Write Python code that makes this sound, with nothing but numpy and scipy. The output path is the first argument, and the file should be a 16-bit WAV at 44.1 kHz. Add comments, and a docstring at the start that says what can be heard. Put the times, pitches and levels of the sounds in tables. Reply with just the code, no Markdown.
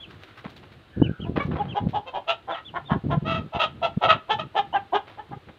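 """A small walled run: agitated hens cluck about five times a second and break into harsh squawks,
membrane pulses shaped by the throat. A youngster peeps, wings beat, a faint airy tone slides down.
Someone shuffles over the dirt, and the hand-held phone picks up dull bumps and rubbing.
Walls and a sheet of tin give the calls a short ring."""
import sys
import numpy as np
from scipy import signal
from scipy.fft import rfft, irfft
from scipy.io import wavfile
from scipy.ndimage import uniform_filter1d, minimum_filter1d, map_coordinates

SR = 44100
rng = np.random.default_rng(int(sys.argv[2]) if len(sys.argv) > 2 else 0)


def wav_out(sig):
    """Save sig, one row per channel (or a flat mono array), as 16-bit PCM at SR to the path in sys.argv[1]."""
    wavfile.write(sys.argv[1], SR, np.round(np.clip(np.atleast_2d(sig).T, -1, 1) * 32767).astype(np.int16))


N = 246210
TIME_S = np.arange(N) / SR

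# peeps: t/s, top pitch/Hz, level/dB
PEEPS = [(0, 3416, -44), (1.021, 3026, -41.5), (1.202, 3226, -46), (1.574, 3340, -52), (1.682, 3280, -44),
         (2.508, 3525, -42.5), (2.647, 3530, -45), (2.85, 3680, -52.5), (4.727, 3120, -41.5)]
# outdoor hush: f/Hz, level/dB
AIR_SPECTRUM = [(18, -39.5), (30, -14), (105, 5), (173, -11.5), (332, -2.5), (467, -8.5), (808, -10.5),
                (921, -15), (1260, -11), (2240, -16.5), (2910, -15.5), (3880, -18.5), (5450, -36),
                (15500, -45.5)]
# strokes of fingers and clothing on the case: t/s, length/s, level/dB
RUBS = [(0.071, .12, -49), (0.451, .35, -52.5), (.962, 0.15, -25.5), (1.192, .23, -32.5),
        (1.444, 0.12, -26.5), (1.587, .15, -34), (1.80, 0.091, -27.5), (1.916, 0.077, -39),
        (2.674, 0.34, -48), (2.907, 0.065, -26), (3.035, 0.12, -25), (3.213, 0.2, -29.5),
        (3.42, .05, -37.5), (3.543, 0.028, -31), (3.617, .32, -44.5), (4.032, .14, -35), (4.319, .15, -39),
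        (4.58, .26, -50), (5.291, 0.082, -39.5), (5.463, .04, -46)]
# rubbing: f/Hz, level/dB
RUB_SPECTRUM = [(25, -41.5), (50, -15), (80, -0.5), (150, 3.5), (250, -4.5), (400, -10), (700, -26.5),
                (1500, -60)]
# wingbeats of a hen flying up to the beam: peak t/s, level/dB
WINGBEATS = [(.125, -49.5), (.225, -53), (.298, -51), (.388, -47.5)]
# scuffs: t/s, decay/s, relative level/dB, crispness/dB
SCUFFS = [(.228, 0.013, -48.5, 15), (.442, 0.023, -40, -9.5), (0.49, 0.026, -56, 19),
          (.561, .021, -50.5, 17), (.629, 0.019, -49.5, -5), (.716, 0.018, -53.5, 10.5),
          (1.359, 0.04, -34, -15), (1.423, 0.039, -51, 9), (1.508, 0.13, -42, -17.5),
          (1.885, .04, -53.5, 10.5), (5.070, 0.05, -48.5, -1), (5.485, 0.011, -42.5, -17)]
# crushed dirt: f/Hz, level/dB
DIRT_SPECTRUM = [(150, -3), (500, 12), (1600, 5.5), (2400, 4), (3900, -0.5), (5000, -15.5), (8000, -34),
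                 (15000, -34.5)]
# knocks on the case: peak t/s, f/Hz, level/dB
BUMPS = [(.461, 207, -23.5), (1.019, 268, 1.5), (1.024, 221, 1.5), (1.297, 240, -13), (1.378, 271, -5.5),
         (1.541, 260, -17.5), (1.871, 170, -12.5), (2.922, 175, -10.5), (2.962, 232, -16.5),
         (3.178, 143.4, -11.5), (3.976, 177.5, -12), (5.312, 170, -31.5)]
# low clucks: t/s, length/s, f/Hz, level/dB, middle and top band re low band/dB, roughness/0-1
CLUCKS = [(1.238, 0.051, 349.6, -40.5, -14, -22, 0.55), (1.574, 0.066, 406.3, -25, -30, -32, 0.036),
          (1.740, 0.064, 405.5, -23, -17.5, -18, 0.52), (1.926, 0.069, 412, -23.5, -19.5, -18, 0.35),
          (2.125, 0.074, 391, -27.5, -16.5, -15, 0.83), (2.473, .068, 336, -27, -7.5, -18, 0.5),
          (2.732, 0.065, 344, -28, -1.5, -17, 0.64), (2.882, 0.074, 351.6, -25.5, -4, -17, 0.95),
          (3.091, 0.063, 354, -24.5, -9, -17.5, 0.51), (4.283, 0.071, 439.6, -20, -7.5, -7, 0.26),
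          (4.542, 0.072, 418, -19, -10.5, -12, 0.31), (4.726, 0.055, 402.5, -18.5, -10, -24.5, 0.25),
          (4.921, 0.062, 411, -18, -9.5, -14.5, .32), (5.17, 0.0494, 431, -35, -10, -20, 0.45),
          (5.306, 0.043, 431, -35, -9, -28, .4)]
# open-beak squawks: columns as CLUCKS
SQUAWKS = [(1.386, 0.04, 569, -25.5, 11, -6.5, 0.063), (2.052, 0.055, 530, -36, -11, -4, 0.25),
           (2.264, 0.08, 658.7, -22, -3.5, -1.5, 0.75), (2.500, 0.12, 635.4, -37, 5.5, -3.5, 0.95),
           (3.232, 0.2, 655.4, -27.5, 2.5, -1.5, 0.56), (3.520, 0.069, 686.5, -27, -9.5, -10, 0.83),
           (3.577, 0.093, 648, -20.5, 2, 1, 0.82), (3.811, .074, 673, -21, -7, -8.5, 0.71),
           (4.006, 0.076, 651.6, -18, -3, -8.5, 1), (4.064, 0.093, 643.5, -14, 5.5, -1, 0.78),
           (4.377, 0.047, 636, -27, 0, -3.5, 0.71)]
# throat responses: f/Hz, gain/dB
CLUCK_THROAT = [(200, -15), (390, -8.5), (520, -3.5), (800, 5), (1050, 3), (1300, 1), (1650, 0),
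                (2200, -11.5), (2700, -14), (3150, -5.5), (3800, -17.5), (4700, -40), (6500, -46),
                (8500, -67.5), (14000, -71.5)]
SQUAWK_THROAT = [(300, -19.5), (480, -8), (650, -0.5), (900, 2.5), (1080, -7), (1300, 5), (1550, -12),
                 (1790, -7.5), (2150, -13.5), (2620, 10.5), (3800, 2), (4500, -18.5), (5400, -30),
                 (6400, -29.5), (8500, -51), (14000, -55.5)]
# contact noise, case and wall responses: f/Hz, gain/dB
CONTACT_SPECTRUM = [(200, -19), (450, 6), (800, -13.5), (1500, -23.5), (5000, -59.5)]
CASE_RESPONSE = [(29, -22), (58, 0), (1500, 0), (6000, -30)]
WALL_RESPONSE = [(200, -5), (1000, 3.5), (3500, -.5), (6000, -9), (12000, -7)]
BAND_EDGES_HZ = (1050, 2300, 4500)  # between a call's low, middle, top and edge bands


def undb(db):
    """Decibels to gain."""
    return 10 ** (np.asarray(db) / 20)


def unit(x):
    """Scale to rms 1."""
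    return x / np.sqrt(np.mean(x ** 2) + 1e-18)


def add(out, start_s, sound):
    """Mix a sound in at a time."""
    i = max(int(start_s * SR), 0)
    out[i:i + len(sound)] += sound[:max(len(out) - i, 0)]


def colour(x, curve):
    """Filter by a curve of f/Hz, gain/dB."""
    hz, db = np.transpose(curve)
    bins_hz = np.fft.rfftfreq(len(x), 1 / SR) + 1
    return irfft(rfft(x) * undb(np.interp(np.log(bins_hz), np.log(hz), db)), len(x))


def wander(t, rate_hz):
    """Smooth random curve, spread near 1."""
    steps = rng.standard_normal(4096)
    return map_coordinates(steps, [t * rate_hz], order=3, mode="wrap")


def echoes(t, t60_s):
    """Dying cloud of reflections, unit energy."""
    cloud = rng.standard_normal(len(t)) * undb(-60 * t / t60_s) * (t > .001)
    return cloud / np.linalg.norm(cloud)


def youngster(length_s=.056, overtone_db=-39, near_db=-6):
    """Thin, quavering whistles arch and slide down, blurred by nearby ground and boards."""
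    out = np.zeros(N)
    t = np.arange(int(length_s * SR)) / SR
    progress = t / length_s
    arch = np.interp(progress, [0, .2, .4, .6, 1], [.93, .99, 1, .94, .74])
    swell = np.sqrt(np.sin(np.pi * progress))
    for start_s, hz, db in PEEPS:
        phase = 2 * np.pi * np.cumsum(hz * (arch + .016 * wander(t, 500))) / SR
        whistle = np.sin(phase) + undb(overtone_db) * np.sin(2 * phase)
        flutter = undb(2.5 * wander(t, 260) - .7)
        peep = undb(db) * unit(swell * whistle) * flutter
        add(out, start_s, peep)
        add(out, start_s, undb(near_db) * signal.fftconvolve(peep, echoes(t, t60_s=.09)))
    return out


def air(level_db=-53, swell_db=1):
    """Faint outdoor hush, swelling slightly."""
    hush = unit(colour(rng.standard_normal(N), AIR_SPECTRUM))
    return hush * undb(level_db + swell_db * wander(TIME_S, .67))


def rubbing(grain_db=2.5, slips_per_s=700, grip_db=-64, attack_s=.012, release_s=.011):
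    """Tiny slips on the case; strokes press, hold and let go over the faint creep of the grip."""
    slips = (rng.random(N) < slips_per_s / SR) * rng.standard_normal(N)
    slips *= undb(grain_db * rng.standard_normal(N))
    rub = colour(slips, RUB_SPECTRUM)
    rub /= np.sqrt(uniform_filter1d(rub ** 2, size=1500) + 1e-12)
    pressure = undb(grip_db)
    for start_s, length_s, db in RUBS:
        t = TIME_S - start_s
        stroke = np.clip(t / attack_s, 0, 1) * np.exp(-np.maximum(t - length_s, 0) / release_s)
        pressure = np.maximum(pressure, undb(db) * stroke)
    return rub * pressure


def wings(centre_hz=1380, skirt_octaves=.93, skirt_db=-9, half_beat_s=.029):
    """Feathers push air: soft puffs of noise."""
    ratio = 2 ** skirt_octaves
    hump = [(centre_hz / ratio, skirt_db), (centre_hz, 0), (centre_hz * ratio, skirt_db)]
    feathers = colour(rng.standard_normal(N), [(100, -18), *hump, (4000, -14), (8000, -40)])
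    beats = sum(undb(db) * np.exp(-((TIME_S - peak_s) / half_beat_s) ** 2) for peak_s, db in WINGBEATS)
    return unit(feathers * undb(3 * wander(TIME_S, 200))) * beats


def scuffs(grit_db=4, attack_s=.003):
    """Sandals and claws crush dry dirt: bursts of tiny grains."""
    out = np.zeros(N)
    t = np.arange(2 ** 14) / SR
    for start_s, decay_s, db, crisp_db in SCUFFS:
        grains = rng.standard_normal(len(t)) * undb(grit_db * wander(t, 600))
        crunch = colour(colour(grains, DIRT_SPECTRUM), [(1200, .041), (7000, crisp_db)])
        burst = (1 - np.exp(-t / attack_s)) * np.exp(-t / decay_s)
        add(out, start_s, 2.2 * undb(db) * unit(crunch) * burst)
    return out


def bumps(contact_db=-21, ref_hz=170, ref_cycles=.99, hardness=2.1):
    """Soft knocks of about one cycle, with contact noise; harder contact is higher and shorter."""
    out = np.zeros(N)
    t = np.arange(-2048, 2048) / SR
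    for peak_s, hz, db in BUMPS:
        turns = t * hz
        width_cycles = ref_cycles * (ref_hz / hz) ** hardness
        swell = 1 / np.cosh(2 * turns / width_cycles)
        body = np.cos(2 * np.pi * (turns + rng.random()) + .5 * wander(t - t[0], 151.7))
        contact = unit(colour(rng.standard_normal(len(t)), CONTACT_SPECTRUM))
        add(out, peak_s + t[0], undb(db) * swell * (body + undb(contact_db) * swell * contact))
    return out


def far_tone(start_s=.91, length_s=.36, from_hz=1660, to_hz=1346, width_hz=330, level_db=-52):
    """Narrow, airy tone, perhaps a far bird: swells and fades as it slides down."""
    t = np.arange(int(length_s * SR)) / SR
    progress = t / length_s
    phase = 2 * np.pi * np.cumsum(from_hz + (to_hz - from_hz) * progress) / SR
    tone = wander(t, width_hz) * np.cos(phase) + wander(t, width_hz) * np.sin(phase)
    swell = np.sqrt(np.sin(np.pi * progress))
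    out = np.zeros(N)
    add(out, start_s, undb(level_db) * unit(tone * swell))
    return out


def syrinx(t, pitch_hz, rough, slow_ratio, jitter, side_depth, rasp):
    """Membrane pulses; roughness adds wobble, side tones from a slower vibration, and hiss."""
    wobble = jitter * (rough * wander(t, 450) + .22 * wander(t, 80))
    phase = 2 * np.pi * np.cumsum(pitch_hz * (1 + wobble)) / SR
    harmonics = range(1, int(SR / 3 / pitch_hz.max()))
    lags = 2 * np.pi * rng.random(64)
    pulses = unit(sum(np.cos(k * phase + lags[k]) for k in harmonics))
    slow_phase = slow_ratio * phase + wander(t, 73.9)
    beats = np.cos(slow_phase) + .5 * np.cos(2 * slow_phase) + 1.05 * wander(t, 502.6)
    breath = unit(rng.standard_normal(len(t)) * (1 + .27 * np.cos(slow_phase)))
    return pulses * (1 + side_depth * rough * beats) + rasp * rough * breath


def call(row, throat, scoop, onset_rough, edge_re_top_db=-25.5, **voicing):
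    """Syrinx through the throat: pitch rises from a dull, gritty onset, arches, then sags."""
    length_s, hz, db, middle_db, top_db, rough = row
    rise_s = min(.01405 + .1567 * length_s, length_s / 2)
    fall_s = .27 * length_s
    hold_s = length_s - rise_s - fall_s
    t = np.arange(2 ** 14) / SR
    closed = np.clip(1.5 * (1 - t / rise_s), 0, 1)
    sag = .03 * np.clip((t - rise_s) / (hold_s + fall_s), 0, 1) ** 2
    arch = .045 * (np.sin(np.pi * np.minimum(t / length_s, 1)) - np.pi / 4)
    pitch_hz = hz * (1 - scoop * closed + arch - sag)
    source = syrinx(t, pitch_hz, np.clip(rough + onset_rough * closed, 0, 1), **voicing)
    knots_s = np.cumsum([0, rise_s / 3, 2 * rise_s / 3, hold_s / 2, hold_s / 2, fall_s])
    effort = np.interp(t, knots_s, [0, .28, .88, 1, .8, 0])
    effort = np.maximum(uniform_filter1d(effort, size=260), 0) * undb(1.1 * wander(t, 65))
    # ground and boards scatter each call differently as the head turns
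    scatter = 1 + .8 * rfft(echoes(t, t60_s=.11))
    band = np.digitize(np.fft.rfftfreq(len(t), 1 / SR), BAND_EDGES_HZ)
    voice = 0
    for k, band_db in enumerate([0, middle_db, top_db, top_db + edge_re_top_db]):
        swell = effort ** (1.2 + np.sqrt(k))  # upper resonances need a wide-open beak
        spectrum = rfft(colour(source * swell, throat)) * scatter
        band_mask = uniform_filter1d(1. * (band == k), size=60)
        voice = voice + undb(band_db) * unit(irfft(spectrum * band_mask))
    duty = (hold_s + (rise_s + fall_s) / 3) / t[-1]
    return unit(voice) * undb(db) * np.sqrt(duty)


def hens():
    """Low, scooping clucks with higher open-beak squawks between them."""
    out = np.zeros(N)
    for start_s, *row in CLUCKS:
        add(out, start_s, call(row, CLUCK_THROAT, scoop=.23, onset_rough=.35,
                               slow_ratio=.5, jitter=.085, side_depth=.8, rasp=.6))
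    for start_s, *row in SQUAWKS:
        add(out, start_s, call(row, SQUAWK_THROAT, scoop=.05, onset_rough=.1,
                               slow_ratio=.4, jitter=.045, side_depth=1, rasp=.55))
    return out


def yard(x, tail_db=-17, tail_t60_s=.26, ring_hz=815, ring_db=-18, ring_t60_s=.5):
    """Walls return a thin tail; one note lingers between them."""
    t = np.arange(2 ** 15) / SR
    tail = colour(echoes(t, tail_t60_s), WALL_RESPONSE)
    fade = undb(-60 * t / ring_t60_s)
    ring = 2 * np.cos(2 * np.pi * ring_hz * t) * fade / fade.sum()
    return x + signal.fftconvolve(x, undb(tail_db) * tail + undb(ring_db) * ring)[:N]


def phone_case(push, limit=.7):
    """The case yields under the hardest push and cuts deep bass and treble."""
    return colour(limit * np.tanh(push / limit), CASE_RESPONSE)


def scene():
    """Birds and feet sound in the yard; handling reaches the microphone through the case."""
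    airborne = yard(hens() + youngster() + wings() + far_tone() + scuffs())
    handling = phone_case(bumps() + rubbing())
    return (airborne + handling + air())[None]


def record(dry, ceiling=.74, top_hz=15500):
    """The phone's limiter eases peaks down; a low-pass cuts the top."""
    needed_gain = np.minimum(ceiling / (np.abs(dry) + 1e-9), 1)
    gain = uniform_filter1d(minimum_filter1d(needed_gain, size=300), size=300)
    lowpass = signal.ellip(8, .2, 70, top_hz, fs=SR, output="sos")
    return signal.sosfilt(lowpass, dry * gain)


dry = scene()
out = record(dry)
wav_out(out)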